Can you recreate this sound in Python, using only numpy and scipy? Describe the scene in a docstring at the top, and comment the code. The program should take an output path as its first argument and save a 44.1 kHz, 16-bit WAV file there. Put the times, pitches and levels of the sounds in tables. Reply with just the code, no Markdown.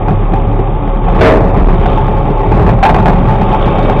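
"""A diesel engine throbs while a steel panel knocks, slams once and clatters inside a garbage truck.
Oil under pressure swings the panel across the hopper, the steel bin that holds the waste.
The pump whines, a valve whistles, a loose plate buzzes, the walls boom and rubbish scrapes the floor.
A camera microphone inside the hopper misses the high treble and overloads on loud peaks."""
import sys
import numpy as np
from scipy import signal
from scipy.fft import rfft, irfft
from scipy.io import wavfile

SR = 44100
rng = np.random.default_rng(int(sys.argv[2]) if len(sys.argv) > 2 else 0)


def int16_out(signal):
    """Quantize to a 16-bit WAV file."""
    q = np.round(np.clip(np.atleast_2d(signal).T, -1, 1) * 32767)
    wavfile.write(sys.argv[1], SR, q.astype(np.int16))


N = 176400
TIME = np.arange(N) / SR


def from_db(db):
    """Turn decibels into a volume multiplier."""
    return 10 ** (np.asarray(db) / 20)


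def unit_level(x):
    """Scale a signal so its average strength (rms) is 1."""
    return x / np.sqrt(np.mean(x ** 2) + 1e-20)


def in_time(rows):
    """Join (time [s], value) points with straight lines."""
    return np.interp(TIME, *np.transpose(rows))


def coloured(x, colour):
    """Shape a signal's bass and treble by (frequency [Hz], level [dB]) points, at strength 1."""
    hz, db = np.transpose(colour)
    bins = np.arange(N // 2 + 1) * SR / N + 1e-3
    edge_fade = 1 / (1 + (hz[0] / bins / 2) ** 4) / (1 + (bins / hz[-1] / 2) ** 4)
    gain = from_db(np.interp(np.log(bins), np.log(hz), db))
    return unit_level(irfft(rfft(x) * edge_fade * gain, N))


def noise(colour):
    """Noise with the given balance of bass and treble."""
    return coloured(rng.standard_normal(N), colour)


def drift(rate_hz):
    """A slow random wander, typically about 1 in size."""
    r = np.exp(-80 * np.pi * rate_hz / SR)
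    slow = signal.lfilter([1], [1, -2 * r, r * r], rng.standard_normal(N // 40 + 2002))[2000:]
    return np.interp(np.arange(N) / 40, np.arange(len(slow)), unit_level(slow))


def decays(starts, dbs, fades):
    """A volume curve that jumps at each start; each jump dies away by 60 dB in its fade time."""
    out = np.zeros(N)
    for start, db, fade in np.broadcast(starts, dbs, fades):
        part = out[int(start * SR):int((start + 2 * fade) * SR)]
        part += from_db(db) * np.exp(-np.log(1000) * TIME[:len(part)] / fade)
    return out


def struck(starts, dbs, notes, spots_hz=None, contact_s=.012, chatter=.53):
    """Each blow is a click and a brief chatter that set the steel's natural notes ringing."""
    out = 0
    for hz, db, fade in notes:
        blow_db = dbs
        if spots_hz is not None:  # notes far from the struck spot's own pitch ring up to 12 dB less
            octaves_away = np.log2(hz / spots_hz)
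            blow_db = dbs - 12 * (1 - np.exp(-(octaves_away / .12) ** 2))
        contact = decays(starts, blow_db, contact_s * np.log(1000)) / np.sqrt(contact_s * SR / 2)
        force = chatter * contact * rng.standard_normal(N)
        force[(starts * SR).astype(int)] += from_db(blow_db) * rng.choice([-1, 1], len(starts))
        r, w = np.exp(-np.log(1000) / (fade * SR)), 2 * np.pi * hz / SR
        ring = signal.lfilter([0, np.sin(w)], [1, -2 * r * np.cos(w), r * r], force + 1e-18)
        out = out + from_db(db) * ring
    return out


def rough_tone(hz, width_hz):
    """Noise narrowed twice around one pitch, at strength 1."""
    b, a = signal.iirpeak(hz, hz / width_hz / 2, fs=SR)
    once = signal.lfilter(b, a, rng.standard_normal(N))
    return unit_level(signal.lfilter(b, a, once))


def exhaust(firings, throb_waver_db=2.04, overtone_waver_db=5.5):
    """The engine's firings make a deep throb with unsteady higher tones above it."""
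    # strength of the throb: (time [s], level [dB])
    throb = [(0, -15), (.3, -9), (.65, -13), (1.1, -11), (1.65, -6.5), (2.05, -13), (2.7, -12), (3.1, -9.5),
             (3.6, -15), (4, -12.5)]
    # higher tones: (multiple of the firing rate, level against the throb [dB])
    overtones = [(2, -15.5), (3, -12), (4, -17), (5, -17), (6, -20.5), (8, -21)]
    out = np.cos(2 * np.pi * firings) * from_db(throb_waver_db * drift(11))
    for multiple, db in overtones:
        wander = .12 * drift(7.8) + rng.random()
        gain = from_db(db + overtone_waver_db * drift(6.8))
        out = out + gain * np.cos(2 * np.pi * (multiple * firings + wander))
    return np.sqrt(2) * from_db(in_time(throb)) * out


def rumble():
    """The truck's body shakes with a low noise that swells and sinks."""
    # strength of the rumble: (time [s], level [dB])
    levels = [(0, -19.5), (1.0, -19.5), (1.25, -8.5), (1.65, -14), (2.1, -11), (2.4, -23), (2.6, -2.5),
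              (2.8, -11), (3.15, -8.5), (3.5, -12.5), (4, -14)]
    # its tone: (frequency [Hz], level [dB])
    colour = [(15, -21.5), (35, -6), (50, 4.5), (80, -3), (120, 3), (165, -2.5), (205, -2), (250, -14.5),
              (400, -40)]
    return from_db(in_time(levels)) * noise(colour)


def machinery(firings, pulse_depth=.089, flutter_db=.95):
    """Working parts clatter in the hopper, pulsing as the engine fires."""
    # strength of the clatter: (time [s], level [dB])
    levels = [(0, -18.5), (1.0, -21), (1.15, -12.5), (1.55, -15), (1.9, -16), (2.4, -17.5), (2.6, -13.5),
              (2.78, -18.5), (3.1, -13.5), (3.5, -15), (4, -14.5)]
    # its tone: (frequency [Hz], level [dB])
    colour = [(150, -12.5), (270, -1), (330, 2.5), (405, 6), (490, -3), (570, -3), (660, -2.5), (760, 2.5),
              (865, 1), (960, -8), (1130, -4.5), (1450, -20.5), (2000, -20), (2550, -20), (3100, -38.5),
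              (3700, -30.5)]
    pulsing = (1 + pulse_depth * np.cos(2 * np.pi * firings)) * from_db(flutter_db * drift(23))
    return from_db(in_time(levels)) * unit_level(pulsing * noise(colour))


def pump(load_start_s=1.0, load_full_s=1.765):
    """The pump's wavering whines grow louder as it takes the load."""
    # whines: (pitch [Hz], resting level [dB], working level [dB], pitch waver [Hz])
    whines = [(403, -43, -28, 7.56), (546.6, -26, -24, 1.6), (1087, -38.5, -32.5, 6.1)]
    out = 0
    for hz, rest_db, load_db, waver_hz in whines:
        db = np.interp(TIME, [load_start_s, load_full_s], [rest_db, load_db]) + 3 * drift(10)
        pitch = hz + waver_hz * drift(16)
        out = out + from_db(db) * np.sin(2 * np.pi * np.cumsum(pitch) / SR)
    return out


def valve():
    """Oil under pressure whistles through the valve as the panel swings."""
    # strength of the whistling: (time [s], level [dB])
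    levels = [(1.2, -57), (1.8, -44), (2.8, -47), (3.4, -41), (3.8, -31), (4, -32.5)]
    # whistles: (pitch [Hz], rough width [Hz], relative level [dB])
    whistles = [(578, 50, 13), (2280, 31, -2.5), (2587, 67, -8), (3606, 58, -11), (3683, 15, -9.5)]
    whistling = sum(from_db(db) * rough_tone(hz, width) for hz, width, db in whistles)
    return from_db(in_time(levels)) * whistling


def loose_plate():
    """A loose plate buzzes under load."""
    # strength of the buzz: (time [s], level [dB])
    levels = [(0, -32.5), (1.6, -30.5), (1.98, -21), (2.4, -24), (2.8, -25), (3.3, -27), (4, -25)]
    return from_db(in_time(levels)) * rough_tone(hz=869, width_hz=21.8)


def wall_booms():
    """The truck's walls give deep booms that die away."""
    # booms: (time [s], level [dB], fade time [s])
    booms = [(1.45, -9.5, .8), (1.602, -9, 0.58), (2.151, -14, 0.55), (2.578, -11.5, 1)]
    # their tone: (frequency [Hz], level [dB])
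    colour = [(22, -10), (40, -0.5), (52, 3), (68, -1), (100, -15)]
    return decays(*np.transpose(booms)) * noise(colour)


def scrape(grains_per_s=1300, spread_db=3):
    """Waste dragged over the steel floor makes a stream of tiny clicks."""
    # strength of the scraping: (time [s], level [dB])
    levels = [(0, -37), (1.0, -35), (1.15, -28.5), (1.5, -41), (1.88, -25), (2.15, -33), (2.8, -35.5),
              (3.15, -31.5), (3.6, -25.5), (4, -26)]
    # its tone: (frequency [Hz], level [dB])
    colour = [(300, -18.5), (700, 4), (1200, 15.5), (1600, 3), (2000, -11), (2500, -1.5), (3150, 4.5),
              (3650, 0), (4200, -12)]
    sizes = from_db(spread_db * np.minimum(rng.exponential(1, N), 5)) * rng.choice([-1, 1], N)
    clicks = sizes * (rng.random(N) < grains_per_s / SR)
    return from_db(in_time(levels)) * coloured(clicks, colour)


def panel_knocks(ring_gain_db=-5):
    """Each knock rings the panel, with a bright crack and a dull thud dying away in the hopper."""
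    # knocks: (time [s], relative ring level [dB], crack level [dB], thud level [dB],
    # fade time of crack and thud [s], pitch of the struck spot [Hz])
    knocks = [(.082, -4.5, -19, -18, 0.15, 787), (.108, -19, -25, -10.5, 0.24, 870),
              (.322, -26, -39, -11.5, 0.14, 710), (.335, -4, -21, -15.5, 0.15, 802),
              (.592, -17, -30, -8, 0.16, 780), (1.04, -30, -47, -10, 0.11, 710),
              (1.078, -6.5, -40, -19.5, 0.16, 750), (1.564, -12, -16.5, -10.5, 0.7, 760),
              (1.684, -7, -18.5, -19, 0.32, 1110), (1.857, -8.5, -11.5, -26, 0.19, 795),
              (1.973, -5, -34, -35, 0.27, 880), (2.3, -19.5, -36, -4, 0.084, 764),
              (2.517, 0, -16, -7, 0.73, 866.6), (2.6, -7, -28, -10, 0.089, 745),
              (2.665, 2, -10, -11, 0.27, 890), (2.69, -7, -16, -23, .12, 786),
              (2.828, 4, -2, -15, .33, 756), (2.85, 3, -10.5, -19, .2, 890),
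              (2.889, 0.5, -15, -12, 0.36, 720), (2.945, 2, -16, -12, 0.29, 780),
              (2.987, -7, -21, -11, 0.2, 900), (3.057, 2.5, -7, -8.5, 0.28, 820),
              (3.083, -14, -14, 1, 0.11, 808.3), (3.133, -24, -25, -11, 0.41, 1110),
              (3.285, -9, -26, -26, 0.18, 875), (3.41, -3, -26, -7.5, 0.16, 843),
              (3.527, -0.5, -24, -21, .2, 900), (3.665, -4, -26, -6, .15, 695),
              (3.784, -5, -27, -12, .15, 742), (3.896, -11, -9, -13, 0.22, 880)]
    # the panel's natural notes: (pitch [Hz], relative level [dB], fade time [s])
    notes = [(703, -3, 0.16), (743, 1.5, 0.067), (784, 0, 0.15), (875.2, 0, 0.28), (1011, -9.5, 0.53),
             (1107, -3.5, 0.22), (1320, -22, 0.11), (2197, -28.5, .14), (2460, -11, .14), (2610, -18, 0.36)]
    # tones of the crack and the thud: (frequency [Hz], level [dB])
    crack_colour = [(300, 9), (800, 21), (1100, 6), (1500, -5), (2000, -4.5), (2500, -7), (3100, -19.5),
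                    (3800, -5.5)]
    thud_colour = [(40, -2.5), (110, -2), (180, 8), (260, -6.5), (410, 1.5), (520, -20), (900, -22),
                   (2500, -42.5)]
    starts, ring_db, crack_db, thud_db, fades, spots_hz = np.transpose(knocks)
    ring = struck(starts, ring_db + ring_gain_db, notes, spots_hz)
    crack = decays(starts, crack_db, fades) * noise(crack_colour)
    thud = decays(starts, thud_db, fades) * noise(thud_colour)
    return ring + crack + thud


def panel_slam(roar_db=-3.5, crack_db=-10.5):
    """A few quick, heavy blows shake the whole hopper: it rings, roars and gives a short crack."""
    # blows: (time [s], relative level [dB])
    blows = [(1.19, -10), (1.209, 2.5), (1.232, -2.5), (1.262, -2), (1.28, -9.5)]
    # the hopper's natural notes: (pitch [Hz], relative level [dB], fade time [s])
    notes = [(124.7, -9, 0.68), (205.2, -12.5, 0.67), (358, -20, 0.32), (402.4, -12, 0.56), (458, -7, 0.71),
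             (555, -11, 0.88), (635.6, -9, .6), (1200, -17.5, 0.35), (2140, -32.5, 0.32)]
    # tones of the sheet steel's roar and crack: (frequency [Hz], level [dB])
    roar_colour = [(60, 6), (200, -0.5), (420, 4.5), (500, -4), (700, 1), (1000, -15), (1400, -22),
                   (2000, -23), (3500, -51.5)]
    crack_colour = [(400, -10.5), (900, 1.5), (1500, 4.5), (1900, -1), (2200, 1), (2900, -6), (3700, -5.5)]
    starts, db = np.transpose(blows)
    roar = decays(starts, db + roar_db, fades=.56) * noise(roar_colour)
    ring = struck(starts, db, notes)
    crack = decays(starts, db + crack_db, fades=.19) * noise(crack_colour)
    return ring + roar + crack


def scene():
    """Add up everything heard inside the hopper, as one channel."""
    # engine speed: (time [s], firing rate [Hz])
    speed = [(0, 35.4), (1.1, 35.6), (1.28, 40.3), (1.5, 35.8), (2.05, 32.8), (2.4, 34.6), (2.6, 39),
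             (2.85, 36.1), (3.3, 32.6), (4, 33.2)]
    firings = np.cumsum(in_time(speed)) / SR - .164  # goes up by one at each firing
    engine = exhaust(firings) + rumble() + machinery(firings)
    background = engine + pump() + valve() + loose_plate() + wall_booms()
    return (background + scrape() + panel_knocks() + panel_slam())[None]


def record(dry, band_hz=3740, leak_db=-33.5, clip_level=.71, crackle_db=-7, hiss_db=-81):
    """The microphone loses the high treble and overloads; its crackle is dulled and faint hiss added."""
    narrow = signal.sosfilt(signal.ellip(10, .3, 70, band_hz, fs=SR, output="sos"), dry)
    leak = signal.sosfilt(signal.cheby1(10, 1, 4300, fs=SR, output="sos"), dry)
    clipped = np.clip(narrow + from_db(leak_db) * leak, -clip_level, clip_level)
    low = signal.sosfiltfilt(signal.butter(2, 3470, fs=SR, output="sos"), clipped)
    dulled = low + from_db(crackle_db) * (clipped - low)
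    hiss = from_db(hiss_db) * rng.standard_normal(N)
    top_cut = signal.ellip(10, .1, 80, 15900, fs=SR, output="sos")
    return signal.sosfilt(top_cut, dulled + hiss)


dry = scene()
out = record(dry)
int16_out(out)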